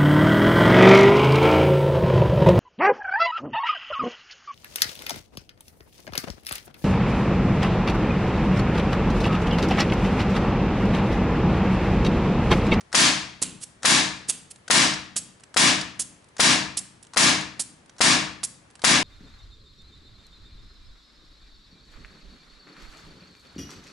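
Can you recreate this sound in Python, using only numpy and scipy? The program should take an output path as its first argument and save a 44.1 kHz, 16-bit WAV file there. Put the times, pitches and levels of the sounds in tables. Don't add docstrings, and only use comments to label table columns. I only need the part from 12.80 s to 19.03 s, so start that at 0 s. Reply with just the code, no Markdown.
import sys
import numpy as np
from scipy import signal
from scipy.io import wavfile
from scipy.ndimage import uniform_filter1d

SR = 44100
rng = np.random.default_rng(int(sys.argv[2]) if len(sys.argv) > 2 else 0)


def waveform_to_disk(signal):
    frames = np.transpose(np.atleast_2d(signal))
    scaled = np.clip(frames, -1, 1) * 32767
    samples = np.round(scaled).astype(np.int16)
    wavfile.write(sys.argv[1], SR, samples)


def makeup_ratio(level_db):
    decades = np.asarray(level_db, float) / 20
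    return 10 ** decades


N = 274743


def evened(x):
    return x / np.sqrt(np.mean(x ** 2) + 1e-20)


def read(points, hz):
    f, value = np.transpose(points)
    return np.interp(np.log(hz + 1), np.log(f + 1), value)


def add(mix, s, sound):
    part = mix[..., round(s * SR):][..., :sound.shape[-1]]
    part += sound[..., :part.shape[-1]]


def colour(x, points):
    hz = abs(np.fft.fftfreq(4096, 1 / SR))
    log_gain = np.log(makeup_ratio(np.maximum(read(points, hz), -80)))
    taps = np.fft.ifft(np.exp(np.conj(signal.hilbert(log_gain)))).real[:2048]
    shaped = signal.fftconvolve(x, taps.reshape((1,) * (x.ndim - 1) + (-1,)), axes=-1)
    return shaped[..., :x.shape[-1]] / np.linalg.norm(taps)


def pair(size, same, gain):
    noises = rng.standard_normal((2, size))
    hz, t, z = signal.stft(noises, SR, nperseg=512, noverlap=384)
    alike = np.clip(read(same, hz), -1, 1)[:, None]
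    right = alike * z[0] + np.sqrt(1 - alike ** 2) * z[1]
    z = np.array([z[0], right]) * gain(hz[:, None], t)
    return signal.istft(z, SR, nperseg=512, noverlap=384)[1][:, :size]


def pan(x, db):
    return x * makeup_ratio(np.array([[db / 2], [-db / 2]]))


# frequency in Hz, level in dB per Hz.
FLOOR_SPECTRUM = [(15, -32), (25, 3), (151, -5), (529, -10), (1090, -13), (1550, -15), (1810, -14),
                  (2660, -19.5), (8030, -29.5), (10600, -28.5), (11500, -32), (15000, -66), (22000, -120)]
# frequency in Hz, likeness from 0 to 1.
FLOOR_LIKENESS = [(60, 0.79), (170, 1), (490, 0.19), (1410, 0.03), (4040, 0.087), (11600, 0.39)]
FLOOR_DB = -57


def floor():
    sides = makeup_ratio(np.array([.8, -.8]))[:, None, None]
    return makeup_ratio(FLOOR_DB) * evened(pair(N, FLOOR_LIKENESS, lambda hz, t: makeup_ratio(read(FLOOR_SPECTRUM, hz)) * sides))


# frequency in Hz, level in dB, t60 in seconds, swell in seconds.
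MODES = [(74.6, -8, .39, .04), (132, -12, .8, .03), (160.7, -7, .55, .015), (188.4, -6, .6, .04),
         (226.2, -14, .45, .04), (257, 4, .3, .08), (290, -10, .37, .06), (309, 3, .4, .15),
         (351.4, -11, .38, .078), (364, -16, .36, .05), (1836, -19, .45, .017), (3428, -19, .4, .012),
         (4268, -20, .4, .03), (5560, -24, .33, .02)]


def boom():
    t = np.arange(int(1.5 * SR)) / SR
    ringing = np.zeros(len(t))
    for hz, db, t60, rise in MODES:
        swell = (1 - np.exp(-t / rise)) ** 2
        ringing += makeup_ratio(db - 60 * t / t60) * swell * np.sin(2 * np.pi * hz * t)
    return ringing


# frequency in Hz, t60 in seconds.
DECAY = [(60, 1.2), (150, 0.89), (300, 0.54), (700, 0.49), (2000, 0.53), (5000, 0.44), (8000, 0.37),
         (11000, 0.3)]
# frequency in Hz, build-up in seconds.
BUILD_UP = [(60, 0.025), (250, 0.03), (500, 0.093), (1500, 0.043), (6000, 0.055)]
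# frequency in Hz, likeness from 0 to 1.
TAIL_LIKENESS = [(60, 1), (140, 0.86), (350, 0.33), (830, 0.61), (2000, 0.35), (4820, 0.64), (11600, 0.67)]
# frequency in Hz, left minus right in dB.
TAIL_LEAN = [(60, 5), (130, 2), (270, 6.5), (570, 6.5), (1210, 7), (2570, 3), (5460, 1.5), (11600, 1)]


def room(lean, share=lambda hz: 1, linger=1):
    def gain(hz, t):
        side_db = lean * read(TAIL_LEAN, hz) / 2
        fill = 1 - np.exp(-(t + 0.042) / read(BUILD_UP, hz))
        ripple = makeup_ratio(2.2 * rng.standard_normal(hz.shape))
        decay = makeup_ratio(-60 * t / linger / read(DECAY, hz))
        sides = np.array([makeup_ratio(side_db), makeup_ratio(-side_db)])
        return np.sqrt(share(hz)) * ripple * fill * decay * sides
    tail = pair(SR, TAIL_LIKENESS, gain)
    clumps = evened(uniform_filter1d(rng.standard_normal(SR), 40))
    fade_in = np.clip(np.arange(SR) / (.013 * SR), 0, 1)
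    return tail * makeup_ratio(0.43 * clumps) * fade_in / 45


# time in seconds, level in dB.
RESEATINGS = [
    (0.619, -29),
    (1.488, -35),
    (2.36, -35),
    (3.195, -38),
    (3.971, -42.5),
    (4.797, -38),
    (5.635, -43.5),
]


def knocks():
    out, t = np.zeros(N), np.arange(900) / SR
    push = np.sin(2 * np.pi * 230 * t)
    envelope = np.exp(-t / 0.0024) * np.minimum(t / 0.0013, 1)
    band = signal.butter(2, [250, 600], "band", fs=SR, output="sos")
    for s, db in RESEATINGS:
        rattle = evened(signal.sosfilt(band, rng.standard_normal(len(t))))
        add(out, s, makeup_ratio(db) * (push + 0.31 * rattle) * envelope)
    return out


# time in seconds, peak in dB, ringing in Hz, contact length in seconds.
HANDLING = [(.0074, -37, 5500, .0084), (0.618, -24, 9250, .0067), (1.4754, -44, 7080, 0.0022),
            (1.482, -36, 8000, .0036), (1.759, -37.5, 8500, 0.0048), (2.137, -22, 4900, 0.011),
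            (2.3595, -26, 8840, 0.015), (2.598, -46, 6540, 0.0046), (2.606, -44, 8800, 0.0032),
            (2.6356, -36, 8500, 0.0065), (3.011, -21, 4800, 0.0083), (3.423, -54, 5800, .0042),
            (3.443, -43.5, 9100, .0042), (3.486, -47, 8500, .0066), (3.582, -32, 4970, 0.0065),
            (4.242, -46, 6900, 0.004), (4.249, -42, 8500, .004), (4.268, -41, 8400, 0.004),
            (4.6105, -22, 4200, 0.0044), (5.06, -46, 9300, 0.0042), (5.095, -37, 5700, .0059),
            (5.1827, -33.5, 5420, 0.0066), (5.902, -47, 6100, 0.0047), (5.91, -47, 9750, .0036),
            (5.954, -34, 8550, 0.0066), (6.018, -30, 4120, 0.0082)]
# frequency in Hz, level in dB per Hz.
SCRAPE_SPECTRUM = [(210, -44), (350, 1), (1280, 5.5), (2410, 2.5), (4860, 7), (7750, 5.5), (8970, 1),
                   (10400, 1.5), (11500, -53), (15000, -79), (22000, -120)]
# time in seconds, peak in dB.
SEAR_CLICKS = [
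    (0.1277, -19),
    (1.031, -20.5),
    (1.879, -24),
    (2.7422, -27),
    (3.566, -31.5),
    (4.335, -30),
    (5.191, -32.5),
]
# time in seconds, peak in dB.
LINKAGE = [
    (0.118, -38),
    (.135, -27),
    (1.023, -41.5),
    (1.042, -24),
    (3.589, -29),
    (4.343, -31),
    (4.361, -24),
    (5.164, -46),
    (5.993, -38),
    (6.03, -37),
]
# time in seconds, peak in dB.
LATCH_CLICKS = [
    (3.1935, -27),
    (3.9695, -28),
    (4.795, -24),
    (5.6322, -21),
]
PULL_HZ, PULL_SPREAD, PULL_S = 1620, 0.13, 0.0068
LATCH_HZ, LATCH_S = 7500, .0015
PULL_LEFT_DB, TICK_LEFT_DB = 4, -4
CLICK_RING, RATTLE_RING = 0.49, 0.98


def ticks():
    out, t = np.zeros((2, N)), np.arange(2000) / SR
    rows = [(*row, TICK_LEFT_DB, CLICK_RING) for row in HANDLING]
    rows += [(s, db, LATCH_HZ, LATCH_S, TICK_LEFT_DB, CLICK_RING) for s, db in LATCH_CLICKS]
    for events, share in [(SEAR_CLICKS, CLICK_RING), (LINKAGE, RATTLE_RING)]:
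        for s, db in events:
            hz = PULL_HZ * (1 + PULL_SPREAD * rng.uniform(-1, 1))
            rows.append((s, db, hz, PULL_S, PULL_LEFT_DB, share))
    radius = np.exp(-np.pi * 500 / SR)
    for s, db, hz, length, side_db, share in rows:
        contact = np.exp(-(t / max(length, .001)) ** 2) * np.minimum(t / 0.000082, 1)
        scrape = rng.standard_normal(len(t)) * contact
        poles = [1, -2 * radius * np.cos(2 * np.pi * hz / SR), radius * radius]
        ring = signal.lfilter([1], poles, scrape)
        tick = evened(colour(scrape, SCRAPE_SPECTRUM)) + share * evened(ring)
        add(out, s, pan(makeup_ratio(db) * tick / abs(tick).max(), side_db))
    return out


# peak in seconds, opening in seconds, time held open in seconds,
# hiss in dB, refill hiss in dB.
RELEASES = [
    (0.626, 0.012, 0.0065, -13, -24),
    (.838, 0.037, 0.0028, -27.5, -72),
    (1.498, 0.018, 0.0086, -13, -29.5),
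    (1.713, 0.014, 0.0037, -33.5, -66),
    (2.3651, 0.0029, 0.023, -15, -34),
    (3.198, 0.0063, 0.027, -16, -38),
    (3.973, 0.0043, 0.021, -17, -38.5),
    (4.229, 0.0046, 0.0033, -40.5, -63),
    (4.798, 0.0054, 0.025, -16.5, -40),
    (5.637, .004, 0.017, -15.5, -50),
]
# frequency in Hz, level in dB per Hz.
AIR_SPECTRUM = [(180, -35), (300, -6.5), (684, -8), (1280, -5), (2180, -5), (2660, 2.5), (5880, -6),
                (8100, -1), (10700, -3.5), (11500, 1.5), (15000, -53), (22000, -120)]
OPENING_CURVE, SAG_DB_PER_S, SHUT_DB_PER_S = 1.48, 327, 1813
POP_DB, POP_S = 4, .003
LOW_DB, LOW_SAG_DB_PER_S = -17, 320
REFILL_DB_PER_S, REFILL_LOW_DB, REFILL_LOW_DB_PER_S = 168, -4.5, 117


def puffs():
    out = np.zeros(N)
    hiss = evened(colour(rng.standard_normal(N + SR), AIR_SPECTRUM))
    sputter = makeup_ratio(2.0 * evened(uniform_filter1d(rng.standard_normal(N + SR), 30)))
    dull = signal.sosfiltfilt(signal.butter(4, 4700, fs=SR, output="sos"), hiss)
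    high, low = evened(hiss - dull) * sputter, evened(dull) * sputter
    for peak_s, opening, held, db, refill_db in RELEASES:
        start = peak_s - opening
        t = np.arange(-opening, .35, 1 / SR)
        at = round(start * SR) + np.arange(len(t))
        after = np.maximum(t, 0)
        swell = np.clip(1 + t / opening, 0, 1) ** OPENING_CURVE
        pop_db = POP_DB * np.exp(-abs(t) / POP_S)
        fall_db = SAG_DB_PER_S * after + SHUT_DB_PER_S * np.maximum(t - held, 0)
        jet = swell * makeup_ratio(db - 6.5 + pop_db - fall_db)
        refill = np.clip(t / held, 0, 1) * makeup_ratio(refill_db - 14)
        high_level = jet + refill * makeup_ratio(-REFILL_DB_PER_S * (t - held))
        low_level = jet * makeup_ratio(LOW_DB - LOW_SAG_DB_PER_S * after)
        low_level += refill * makeup_ratio(REFILL_LOW_DB - REFILL_LOW_DB_PER_S * (t - held))
        add(out, start, high[at] * high_level + low[at] * low_level)
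    return out


# time in seconds, peak on the left (1 is full scale).
CRACKS = [
    (.1465, .72),
    (1.0507, .76),
    (1.9052, 1.0),
    (2.7678, 1.03),
    (3.5997, .9),
    (4.3702, .9),
    (5.21, .86),
    (6.0432, .86),
]
# air in dB, valve thump in dB, linger of the jet as a ratio to the room's decay.
CHARGES = [
    (-.5, -19.5, 1.166),
    (-.5, -19, 1.11),
    (.5, -17, 1.075),
    (.49, -18, 1.026),
    (.49, -15, 1),
    (.49, -18, 1.02),
    (.49, -15, 0.97),
    (.49, -15.5, 0.81),
]
# frequency in Hz, level in dB per Hz.
BLAST_SPECTRUM = [(25, -26), (42, -28), (64, -23.5), (180, -17), (217, -10.5), (309, -6.5), (450, -9.5),
                  (1000, -4), (1180, -4), (1290, -5.5), (1840, -3.5), (2680, -4), (4820, -2), (10500, -8),
                  (11500, -5.5), (15000, -49), (22000, -120)]
# frequency in Hz, share alike in every shot from 0 to 1.
ALIKE_SHARE = [(200, .95), (800, .86), (2500, .66), (6500, .36)]
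# delay in seconds, left in dB, right in dB.
REFLECTIONS = [(0, 0, -16), (.00155, -4, -7), (.0023, -13, -13), (.0036, -12, -7), (.005, -13, -12),
               (.0066, -13, -12), (.0099, -10, -11)]


def muzzle_front(t):
    front = .55 * np.exp(-(t / .00028) ** 2) + .75 * np.exp(-(t / .00011) ** 2)
    front *= np.minimum(t / .00004, 1)
    front -= .7 * np.exp(-((t - .00044) / .00011) ** 2)
    return np.r_[-.8 * np.hanning(7), front]


def first_reflections():
    early = np.zeros((2, 600))
    for delay, *db in REFLECTIONS:
        early[:, round(delay * SR)] = makeup_ratio(np.array(db))
    early[:, 1:] = signal.lfilter([1.1, -.8], [1], early[:, 1:])
    return early


def shots():
    crack, walls, thump = np.zeros(N), np.zeros((2, N)), np.zeros(N)
    t = np.arange(2048) / SR
    front = muzzle_front(t)
    push = np.sin(2 * np.pi * 640 * t) * np.exp(-(t / .0016) ** 2)
    by_front = room(1.0, lambda hz: read(ALIKE_SHARE, hz)) + makeup_ratio(-38.5) * pan(boom()[:SR], 7.1)
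    for (s, peak), (air_db, thump_db, linger) in zip(CRACKS, CHARGES):
        by_jet = room(1.0, lambda hz: 1 - read(ALIKE_SHARE, hz), linger)
        add(walls, s, makeup_ratio(air_db) * (by_front + by_jet))
        add(crack, s, peak * front)
        rasp = .3 * rng.standard_normal(2048) * np.exp(-t / .004)
        add(thump, s - .0043, makeup_ratio(thump_db) * (push + rasp))
    direct = signal.fftconvolve(crack[None], first_reflections(), axes=1)[:, :N]
    return direct + makeup_ratio(33.0) * colour(walls, BLAST_SPECTRUM) + pan(thump, 7.8)


def scene():
    near, knock = pan(puffs(), -4) + ticks(), knocks()
    into_room = makeup_ratio(-8.5) * near.mean(0) + makeup_ratio(7.5) * knock
    echo = signal.fftconvolve(into_room[None], room(1.0), axes=1)[:, :N]
    woken = makeup_ratio(-38) * signal.fftconvolve(np.gradient(knock) * 30, boom())[:N]
    return floor() + pan(makeup_ratio(4.5) * woken, 5) + echo + pan(2.2 * knock, 6.3) + near + shots()


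def low_pass(x):
    return signal.sosfilt(signal.butter(12, 12180, fs=SR, output="sos"), x)


def record(dry):
    power = signal.lfilter([.012], [1, -.988], (dry ** 2).mean(0))
    power_db = 10 * np.log10(power + 1e-12)
    fall = np.arange(N) * 150. / SR
    over_db = np.maximum(np.maximum.accumulate(power_db + fall) - fall + 14.5, 0)
    settled = signal.lfilter([.0009], [1, -.9991], over_db)
    over_db = over_db + 0.46 * np.maximum(over_db - settled, 0)
    ducked = dry / makeup_ratio(.95 * over_db)
    ducked = signal.sosfilt(signal.butter(2, 45, "high", fs=SR, output="sos"), ducked)
    taps = signal.firwin(255, 11050, window=("kaiser", 5), fs=SR)
    limited = signal.oaconvolve(ducked, taps[None], "same")
    return low_pass(np.clip(limited, -1, 1))


dry = scene()
out = record(dry)
waveform_to_disk(out)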